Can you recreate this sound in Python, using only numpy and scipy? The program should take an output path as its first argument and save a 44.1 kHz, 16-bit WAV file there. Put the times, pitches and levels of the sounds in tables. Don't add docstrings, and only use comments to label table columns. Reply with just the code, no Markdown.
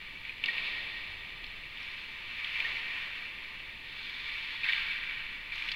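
import sys
import numpy as np
from scipy import signal
from scipy.fft import rfft, irfft
from scipy.io import wavfile
from scipy.ndimage import uniform_filter1d

SR = 44100
rng = np.random.default_rng(int(sys.argv[2]) if len(sys.argv) > 2 else 0)


def persist_wave(psi):
    counts = np.round(np.clip(psi, -1, 1) * 32767).astype(np.int16)
    wavfile.write(sys.argv[1], SR, np.atleast_2d(counts).T)


N = 253575
TIME = np.arange(N) / SR


def from_db(db):
    return 10 ** (np.asarray(db) / 20)


def rms_one(x):
    return x / np.sqrt(np.mean(x ** 2) + 1e-20)


def peak_one(x):
    return x / np.abs(x).max()


def unit_energy(h):
    return h / np.sqrt(np.sum(h ** 2))


def band(x, low_hz, high_hz, order=6):
    sections = signal.butter(order, [low_hz, high_hz], "band", fs=SR, output="sos")
    return signal.sosfiltfilt(sections, x)


def drift(rate_hz):
    hz = np.fft.rfftfreq(N, 1 / SR)
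    spectrum = rfft(rng.standard_normal(N)) / (1 + (hz / rate_hz) ** 2)
    return rms_one(irfft(spectrum, N))


def response(points, modes=(), size=8192):
    hz = np.fft.rfftfreq(size, 1 / SR) + 1
    point_hz, point_db = np.transpose(points)
    db = np.interp(np.log(hz), np.log(point_hz), point_db)
    for centre_hz, width_hz, boost_db in modes:
        db = db + boost_db / (1 + (2 * (hz - centre_hz) / width_hz) ** 2)
    cepstrum = irfft(np.log(from_db(db)))
    index = np.arange(size)
    positive = (index > 0) & (index < size // 2)
    return unit_energy(irfft(np.exp(rfft(2 * cepstrum * positive))))


def through(x, h):
    return signal.fftconvolve(x, h)[:len(x)]


def tone(hz, waver_rad):
    return np.sqrt(2) * np.sin(2 * np.pi * hz * TIME + waver_rad * drift(3.5))


def swell(start_s, attack_s, hold_s, release_db_per_s):
    t = TIME - start_s
    rise = np.clip(t / attack_s, 0, 1)
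    return rise * from_db(-release_db_per_s * np.maximum(t - attack_s - hold_s, 0))


# frequency in Hz, relative density in dB per Hz.
VENT_COLOUR = [(10, 5), (25, -5.5), (40, -3.5), (60, -8), (100, -9.5), (200, -14), (400, -18.5), (800, -26),
               (2000, -55)]


def ventilation(level_db=-55.5):
    return from_db(level_db) * rms_one(through(rng.standard_normal(N), response(VENT_COLOUR)))


# time in seconds, level in dB before the drone's overall trim.
FAN_FADES = [(0, -55), (.6, -63), (1.5, -48.5), (2.0, -58.5), (3.1, -63.5), (4.7, -56), (5.2, -53),
             (5.75, -48)]


def fan_drone(hz=29.3, waver_rad=0.8, trim_db=-6.5):
    time_s, level_db = np.transpose(FAN_FADES)
    return from_db(np.interp(TIME, time_s, level_db) + trim_db) * tone(hz, waver_rad)


# centre in seconds, time from centre to 1/e of the gain in seconds, pitch in Hz, level in dB.
HALL_HUM = (1.17, .16, 83, -62)


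def hum(waver_rad=0.47):
    centre_s, length_s, hz, level_db = HALL_HUM
    bell = np.exp(-((TIME - centre_s) / length_s) ** 2)
    return from_db(level_db) * bell * tone(hz, waver_rad)


# frequency in Hz, relative density in dB per Hz.
ROAR_SPECTRUM = [(80, -8.5), (200, -4.5), (500, -4.5), (800, -4), (1200, -8), (3000, -51)]
# start in seconds, level in dB.
HALL_BOOMS = [(0.41, -57), (2.56, -59)]


def roar(steady_db=-66.5, attack_s=0.054, hold_s=0.18, release_db_per_s=14):
    power = from_db(steady_db) ** 2
    for start_s, level_db in HALL_BOOMS:
        boom = from_db(level_db) * swell(start_s, attack_s, hold_s, release_db_per_s)
        power = power + boom ** 2
    return np.sqrt(power) * through(rng.standard_normal(N), response(ROAR_SPECTRUM))


def rink(x, build_s=0.14, t60_s=2.8):
    envelope = (1 - np.exp(-TIME / build_s)) * from_db(-60 * TIME / t60_s)
    return through(x, unit_energy(rng.standard_normal(N) * envelope))


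# frequency in Hz, relative gain in dB.
WALL_GAIN = [(100, -27), (820, -33), (880, -15.5), (1300, -13), (1650, -9), (1900, 1), (2400, 4.5),
             (3000, -2), (3600, -4), (4400, -15.5), (5000, -22), (5800, -33), (6800, -42.5), (7500, -44),
             (16000, -52)]
# centre in Hz, width in Hz, boost in dB.
CASE_RESONANCES = [(903, 39, 7.5), (1036, 50, 6), (1195, 71, 7.5), (1520, 64, 1.5), (1592, 21, 6.5),
                   (1728, 29, 6.5), (1855, 47, 6.5), (2150, 110, -1.5), (2302, 85, 6.5), (2455, 65, -1.5),
                   (2657, 76, 4.5), (2800, 67, -0.5), (2930, 50, 4.5), (3533, 53, 7.5), (4010, 310, -3.5),
                   (4200, 380, 8), (6540, 320, 6.5)]


def plastic_case():
    return response(WALL_GAIN, CASE_RESONANCES)


# time in seconds, peak in dB, pitch in Hz, time for the ring to fall 60 dB in seconds.
BLOWS = [ (0.2511, -29.5, 2460, .006), (0.294, -28, 2490, 0.039), (0.4388, -17, 2700, 0.012),
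         (0.4435, -33, 3500, 0.019), (0.459, -24.5, 5070, 0.01), (0.46, -22, 2840, 0.041),
         (0.4833, -23, 2540, .013), (0.485, -22.5, 1890, 0.074), (0.5285, -42, 2670, 0.0045),
         (0.5494, -32, 2570, 0.0039), (0.5810, -20, 2570, .04), (1.4420, -30, 3340, .016),
         (1.4660, -37, 4970, .014), (1.7728, -30.5, 3230, 0.023), (1.807, -36, 3000, 0.0072),
         (1.8300, -36, 5460, .008), (2.4452, -26, 3250, 0.031), (2.5550, -30, 2320, 0.021),
         (2.6023, -19.5, 2390, 0.021), (2.647, -25, 1835, 0.074), (2.7067, -38, 2330, 0.024),
         (3.0639, -35, 2600, .01), (3.602, -33, 2800, .02), (4.6330, -22.5, 2400, 0.041),
         (4.6430, -20.5, 2650, 0.021), (4.6632, -26, 1900, 0.016), (4.6882, -18, 2200, 0.017),
         (4.6945, -17.5, 1850, 0.021), (4.7237, -21.5, 3760, .012), (4.7325, -18.5, 2330, 0.0086),
         (4.7499, -23, 3100, 0.0062), (4.7642, -20.5, 2150, 0.015), (5.0370, -27.5, 2020, .012),
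         (5.1105, -25, 1900, 0.0096), (5.5214, -27, 2330, 0.033), (5.548, -35, 4200, 0.0094),
         (5.557, -33, 6250, 0.011), (5.5800, -26, 2180, .03), (5.6220, -26, 2430, 0.023),
         (5.688, -21, 3400, 0.0083), (5.7170, -23, 4700, .014)]


def clacks(case, crack=1.04, crack_q=2.7, crunch=0.17, crunch_s=0.004, size=8192):
    out = np.zeros(N + size)
    t = np.arange(size) / SR
    for start_s, peak_db, hz, t60_s in BLOWS:
        grains = rng.standard_normal(size)
        contact = (t == 0) + crunch * grains * np.exp(-t / crunch_s)
        b, a = signal.iirpeak(hz, crack_q, fs=SR)
        contact = signal.lfilter(b, a, np.diff(contact, prepend=0))
        ring = np.cos(2 * np.pi * hz * t) * from_db(-60 * t / t60_s)
        blow = peak_one(through(ring, case)) + crack * peak_one(through(contact, case))
        start = round(start_s * SR)
        out[start:start + size] += from_db(peak_db) * peak_one(blow)
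    return out[:N]


def chips(per_s, spread_db):
    sizes = from_db(spread_db * np.minimum(rng.exponential(1, N), 3))
    signs = rng.choice([-1, 1], N)
    return rms_one(sizes * signs * (rng.random(N) < per_s / SR))


# start, attack and hold in seconds, scrape in dB before the blades' trim,
# then coarse flakes, spray and fizz in dB relative to the scrape.
BITES = [ (0.41, 0.077, 0.21, -38, -18.5, -6, -31), (1.725, 0.066, 0.16, -45.5, -14.5, -7, -25.5),
         (2.162, 0.41, 0.1, -35.5, -18.5, -9.5, -28.5), (2.88, 0.088, 0.059, -40, -15, -11, -29.5),
         (3.77, 0.23, 0.6, -46, -12.5, -1, -23.5), (4.154, .15, 0.058, -39, -31, -14, -31),
         (4.629, 0.023, 0.088, -34.5, -12, -7, -29.5), (4.956, 0.064, 0.23, -45, -13.5, -22, -45),
         (5.516, 0.018, 0.57, -41, -17.5, -7.5, -24)]
# scrape in dB before the trim, then flakes, spray and fizz in dB relative to it.
FAR_BLADES = (-45.5, -18.5, -8.5, -28.5)


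def blade_levels(release_db_per_s=24.5):
    def power(scrape_db, flakes_db, spray_db, fizz_db):
        return from_db(scrape_db + np.array([[flakes_db], [0], [spray_db], [fizz_db]])) ** 2

    total = power(*FAR_BLADES)
    for start_s, attack_s, hold_s, *colour in BITES:
        total = total + power(*colour) * swell(start_s, attack_s, hold_s, release_db_per_s) ** 2
    return np.sqrt(total)


def skates(case, chatter_db=0.5, chatter_hz=60, lean_db=0.5, lean_hz=9, wash_db=2.5, trim_db=-0.5,
           sheet_db=-58.5, sheet_follows=0.81):
    flakes, scrape, spray, fizz = from_db(trim_db) * blade_levels()
    hollow = from_db(sheet_db) * (scrape / scrape.mean()) ** sheet_follows
    near = rms_one(chips(per_s=1600, spread_db=0.5) * from_db(chatter_db * drift(chatter_hz)))
    wash = from_db(wash_db) * rng.standard_normal(N)
    grit = through(near + wash, case)
    grit = grit * from_db(lean_db * drift(lean_hz))
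    edges_hz = [700, 1350, 1700, 3100, 5000, 16000]
    gains = [hollow, flakes, scrape, spray, fizz]
    return sum(gain * rms_one(band(grit, low_hz, high_hz))
               for low_hz, high_hz, gain in zip(edges_hz, edges_hz[1:], gains))


def scene(echo_db=-5.5):
    case = plastic_case()
    hall = ventilation() + fan_drone() + hum() + roar()
    blows = clacks(case)
    echo = from_db(echo_db) * rink(blows)
    mono = hall + echo + blows + skates(case)
    return np.stack([mono, mono])


def record(dry, hiss_db=-69, swell_db=-32.0, low_noise_db=-73.5, cutoff_hz=15800, size=128):
    white = rng.standard_normal(dry.shape)
    power = np.abs(uniform_filter1d(dry ** 2, size))
    hiss_gain = np.sqrt(from_db(hiss_db) ** 2 + from_db(swell_db) ** 2 * power)
    hiss = band(white, 4500, 20000) * hiss_gain
    rumble = np.array([through(w, response(VENT_COLOUR)) for w in white])
    low_noise = from_db(low_noise_db) * rms_one(rumble)
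    top_cut = signal.ellip(12, .1, 80, cutoff_hz, fs=SR, output="sos")
    return signal.sosfilt(top_cut, dry + hiss + low_noise)


dry = scene()
out = record(dry)
persist_wave(out)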